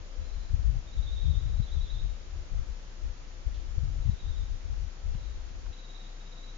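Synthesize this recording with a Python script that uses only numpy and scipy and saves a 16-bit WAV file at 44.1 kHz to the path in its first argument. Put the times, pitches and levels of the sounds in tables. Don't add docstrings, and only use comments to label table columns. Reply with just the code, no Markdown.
import sys
import numpy as np
from scipy import signal
from scipy.fft import rfft, irfft
from scipy.io import wavfile
from scipy.ndimage import uniform_filter1d, map_coordinates

SR = 44100
rng = np.random.default_rng(int(sys.argv[2]) if len(sys.argv) > 2 else 0)


def int16_out(signal):
    q = np.round(np.clip(np.atleast_2d(signal).T, -1, 1) * 32767)
    wavfile.write(sys.argv[1], SR, q.astype(np.int16))


N = 289737
TIME = np.arange(N) / SR


def birds(echo_db=2):
    trills = trill()
    calls = trills + rasp(trills) + whistle()
    echo = from_db(echo_db)
    direct = calls * np.sqrt(2 / (1 + echo ** 2))
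    return panned(direct, left_db=-7.5) + panned(reeds(direct * echo), left_db=-3.0)


def trill(note_s=.036, arch_hz=130, slur_hz=380, rise_hz=60, flutter_hz=42, boost_db=0.5):
    out = np.zeros(N)
    flutter = flutter_hz * drift(300)
    notes = trill_notes()
    quirks = rng.normal(1, .3, (len(notes), 2))
    place = np.linspace(-1, 1, int(note_s * SR))
    swell = signal.windows.tukey(len(place), .7)
    for (middle_s, hz, db), (bend, slope) in zip(notes, quirks):
        span = np.clip(int(middle_s * SR) - len(place) // 2 + np.arange(len(place)), 0, N - 1)
        arch = arch_hz * (1 / 4 - place ** 2) - slur_hz * bend * place ** 4
        pitch = hz + arch + rise_hz * slope * place + flutter[span]
        out[span] += from_db(db + boost_db) * swell * np.sin(phase_of(pitch))
    return out


def trill_notes(scatter_hz=10, scatter_db=0.8):
    # first_note_s, last_note_s, gap_s, speed_up (0-1), pitch_hz, second_note_step_hz,
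    # glide_hz, peak_db, peak_place (0-1), taper_db, second_note_step_db
    trills = [(0.216, 0.489, .039, .02, 3870, 230, -17, -65.5, 0.45, 10, 2.5),
              (0.883, 1.393, .0464, 0.1, 3693, 185.5, -71.5, -49.5, 0.57, 25.5, -1.5),
              (1.43, 1.584, .05, 0, 3800, 63, 60.5, -62, .5, 3, 1),
              (1.631, 1.994, .0454, 0.04, 3785, -200, 13.5, -50, .85, 7.5, -5.5),
              (1.634, 1.98, .049, .05, 3974, -600, 14, -56, 0.2, 5, -3.5),
              (4.026, 4.413, .043, .05, 3860, -210, -75, -55, 0.64, 24, -4.5),
              (5.738, 6.062, .054, .03, 3842, 30, -67, -53.5, 0.49, 10.5, -0.5),
              (5.968, 6.05, .082, .02, 4030, -320, -12, -59, .5, 4, 2),
              (6.212, 6.491, .056, 0.08, 3800, -11, 86, -53.5, 0.87, 11, -.5)]
    notes = []
    for first, last, gap, speed_up, hz, step_hz, glide_hz, db, peak_place, taper_db, step_db in trills:
        progress = np.linspace(0, 1, int(round((last - first) / gap)) + 1)
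        is_second = np.arange(len(progress)) % 2
        off_pitch, off_level = rng.standard_normal((len(progress), 2)).T
        time_s = first + (last - first) * (progress + speed_up * progress * (1 - progress))
        pitch_hz = hz + step_hz * is_second + glide_hz * progress + scatter_hz * off_pitch
        level_db = db - taper_db * (progress - peak_place) ** 2 + step_db * is_second
        notes.extend(zip(time_s, pitch_hz, level_db + scatter_db * off_level))
    return notes


def rasp(calls, below_hz=300, spread_hz=130, level_db=-15.0):
    wobble = phase_of(below_hz + spread_hz * drift(250))
    lowered = np.real(signal.hilbert(calls) * np.exp(-1j * wobble))
    return from_db(level_db) * lowered


def whistle(start_s=5.06, end_s=5.45, pitch_hz=4040, fall_hz_per_s=850, purr_hz=115, level_db=-65.5):
    age = np.clip(TIME - start_s, 0, end_s - start_s)
    swell = np.sin(np.pi * age / (end_s - start_s)) ** 2
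    pitch = pitch_hz - fall_hz_per_s * age + 60 * drift(200)
    purr = 1 + .7 * np.sin(phase_of(purr_hz * (1 + 0.057 * drift(30))))
    return from_db(level_db) * swell * purr * np.sin(phase_of(pitch))


def reeds(sound, near_fade_s=0.11, far_fade_s=1.0, far_db=-8.0, build_s=0.0097):
    age = TIME[:SR]
    near, far = [rms_one(rng.standard_normal((2, SR)) * from_db(-60 * age / fade_s))
                 for fade_s in (near_fade_s, far_fade_s)]
    build_up = (1 - np.exp(-age / build_s)) ** 2
    echoes = rms_one((near + from_db(far_db) * far) * build_up) / np.sqrt(SR)
    return signal.fftconvolve(sound[None], echoes, axes=1)[:, :N]


def wind(sheltered_db=-12.5, calm_db=-22, flutters_per_s=24):
    # frequency_hz, relative_level_db
    push_spectrum = [(12, -11.5), (22, -3.5), (32, 1), (52, 2.5), (68, -5), (90, -15), (130, -49)]
    shake_spectrum = [(45, -22.5), (65, -1), (80, 4), (105, -3.5), (135, -6.5), (175, -20.5), (230, -33.5),
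                      (400, -54)]
    push, shake = gusts()
    flutter = drift(flutters_per_s)
    push = push * from_db(1.5 + 2.0 * flutter)
    shake = shake * from_db(2.5 + 3.5 * flutter)
    left, right = [push * rough_air(push_spectrum) + shake * rough_air(shake_spectrum) for _ in range(2)]
    calm = np.interp(TIME, [5.71, 5.75], [0, 1])
    return from_db(calm_db * calm) * np.array([left, from_db(sheltered_db) * right])


def gusts(rise_s=.03, fall_s=0.044):
    # start_s, end_s, push_db, shake_db
    gust_list = [(0.174, 0.466, -36, -63), (0.508, 0.781, -28.5, -37.5), (0.975, 1.22, -29, -43),
                 (1.238, 1.628, -28.5, -37), (1.717, 1.836, -28.5, -45.5), (1.919, 2.126, -29.5, -45.5),
                 (2.339, 2.412, -32.5, -48.5), (2.529, 2.618, -28.5, -40), (2.685, 2.714, -34.5, -63),
                 (3.042, 3.104, -29.5, -50), (3.472, 3.722, -31.5, -52), (3.762, 4.01, -28.5, -40),
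                 (4.06, 4.124, -26.5, -31.5), (4.245, 4.439, -29, -44), (4.496, 4.55, -32.5, -46),
                 (4.65, 4.873, -32.5, -47.5), (5.058, 5.168, -28, -43.5), (5.22, 5.46, -36, -60),
                 (5.558, 5.703, -36.5, -54)]
    push, shake = from_db(-45), from_db(-60.5)
    for start_s, end_s, push_db, shake_db in gust_list:
        rising, falling = 1 + (TIME - start_s) / rise_s, 1 - (TIME - end_s) / fall_s
        force = np.clip(np.minimum(rising, falling), 0, 1)
        push = np.maximum(push, from_db(push_db) * force)
        shake = np.maximum(shake, from_db(shake_db) * force ** 2)
    return push, shake


def rough_air(spectrum, evenness=0.86):
    rumble = noise(spectrum)
    power = uniform_filter1d(np.abs(signal.hilbert(rumble)) ** 2, SR // 40)
    strength = uniform_filter1d(np.sqrt(power + 0.022), SR // 100)
    return rms_one(rumble / strength ** evenness)


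def eddies(trim_db=-1.0, steepness=0.15):
    # middle_s, level_db, pitch_hz, cycle_count
    whirls = [(0.544, -14, 61, 0.73), (0.596, -20, 55.6, 0.55), (.700, -15, 56.3, 4.6),
              (0.744, -20.5, 50, 1), (0.995, -15, 53, 1.3), (1.299, -12.5, 72.4, 2.85),
              (1.38, -18.5, 65.3, 1.8), (1.602, -11.5, 89, 0.97), (1.769, -17.5, 61.7, 1.4),
              (2.594, -16.5, 47, 0.51), (3.472, -14.5, 44.4, 0.73), (3.783, -11.5, 51.3, 0.58),
              (3.836, -15, 69.5, 0.73), (4.097, -11.5, 95.5, 1.2), (4.31, -14.5, 40, 0.74),
              (5.153, -17.5, 79.5, 0.74)]
    left = np.zeros(N)
    for middle_s, db, hz, cycles in whirls:
        near = np.abs(TIME - middle_s) < 3 * cycles / hz
        turn = 2 * np.pi * hz * (TIME[near] - middle_s)
        pressure = (np.cos(turn) + steepness * np.cos(2 * turn)) / (1 + steepness)
        left[near] += from_db(db + trim_db) * pressure / np.cosh(turn / (2 * cycles))
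    return np.array([left, np.zeros(N)])


def water(hiss_db=-52.5):
    # frequency_hz, relative_level_db
    hiss_spectrum = [(40, -2.5), (100, 2), (155, 2.5), (250, -2.1), (380, -2.5), (520, -4.5), (800, -7),
                     (1100, -8), (1550, -8.5), (2000, -10), (3000, -11.5), (4500, -13), (5600, -13),
                     (9000, -13)]
    # frequency_hz, likeness (1 = the same, 0 = unrelated)
    ear_likeness = [(60, 1), (240, 0.4), (480, 0.18), (960, -0.0016), (1900, -0.086), (4000, -0.027),
                    (7000, -0.012)]
    # time_s, level_db
    rush_levels = [(0, -64), (.22, -62.5), (.4, -71), (1.5, -67), (3, -72), (6.57, -80)]
    alike = np.clip(at_hz(ear_likeness, np.fft.rfftfreq(N, 1 / SR)), -.99, .99)
    shared, opposed = [irfft(rfft(noise(hiss_spectrum)) * np.sqrt((1 + sign * alike) / 2), N)
                       for sign in (1, -1)]
    rush_db = np.interp(TIME, *np.transpose(rush_levels))
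    rush = from_db(rush_db) * noise_band(low_hz=470, high_hz=604)
    return from_db(hiss_db) * np.array([shared + opposed, shared - opposed]) + rush


def splashes_and_clicks(band_ratio=1.27):
    # start_s, level_db, pitch_hz, decay_s
    bursts = [(3.543, -61, 3500, 0.045), (5.147, -56, 3200, 0.0051), (5.147, -59, 1220, 0.0088),
              (5.664, -59, 2600, 0.0072), (5.663, -54.5, 1120, 0.0087), (5.728, -54, 2500, 0.004)]
    out = np.zeros(N)
    for start_s, db, hz, decay_s in bursts:
        age = np.maximum(TIME - start_s, 0)
        hiss = noise_band(hz / band_ratio, hz * band_ratio)
        out += from_db(db) * hiss * (age > 0) * np.exp(-age / decay_s)
    return panned(out, left_db=-9.0)


def hum(pitch_hz=30, waver=.012, level_db=-43):
    tone = np.sqrt(2) * np.sin(phase_of(pitch_hz * (1 + waver * drift(5))))
    return panned(from_db(level_db + .6 * drift(8)) * tone, left_db=4.5)


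def whines(flicker_db=3.0):
    # pitch_hz, wander_width_hz, level_db
    tones = [(273.3, 8, -78.5), (336.4, 20, -72), (507, 7, -71), (693, 5, -76.5), (749, 6, -79.5),
             (1308, 29, -77)]
    out = np.zeros(N)
    for hz, width_hz, db in tones:
        tone = np.sin(phase_of(hz + width_hz / 2 * drift(2 * width_hz)))
        out += from_db(db + flicker_db * drift(8.7)) * tone
    return out


def from_db(db):
    return 10 ** (np.asarray(db) / 20)


def rms_one(sound):
    return sound / np.sqrt(np.mean(sound ** 2) + 1e-20)


def phase_of(pitch_hz):
    return 2 * np.pi * np.cumsum(pitch_hz) / SR


def at_hz(table, hz):
    frequencies, values = np.transpose(table)
    return np.interp(np.log(hz + 1e-9), np.log(frequencies), values)


def noise(spectrum):
    hz = np.fft.rfftfreq(N, 1 / SR) + 1e-3
    ends = 1 / (1 + (hz / spectrum[-1][0] / 2) ** 4) / (1 + (spectrum[0][0] / hz / 2) ** 4)
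    return rms_one(irfft(rfft(rng.standard_normal(N)) * from_db(at_hz(spectrum, hz)) * ends, N))


def noise_band(low_hz, high_hz):
    band = signal.butter(2, [low_hz, high_hz], "band", fs=SR, output="sos")
    return rms_one(signal.sosfilt(band, rng.standard_normal(N)))


def drift(turns_per_s):
    points = rng.standard_normal(4000)
    return map_coordinates(points, [TIME * turns_per_s], order=2, mode="wrap")


def panned(sound, left_db):
    return sound * from_db(np.array([[left_db], [-left_db]]) / 2)


def scene():
    return birds() + water() + splashes_and_clicks() + hum() + whines() + wind() + eddies()


def record(dry, cutoff_hz=7070):
    return signal.sosfilt(signal.ellip(14, .1, 80, cutoff_hz, fs=SR, output="sos"), dry)


dry = scene()
out = record(dry)
int16_out(out)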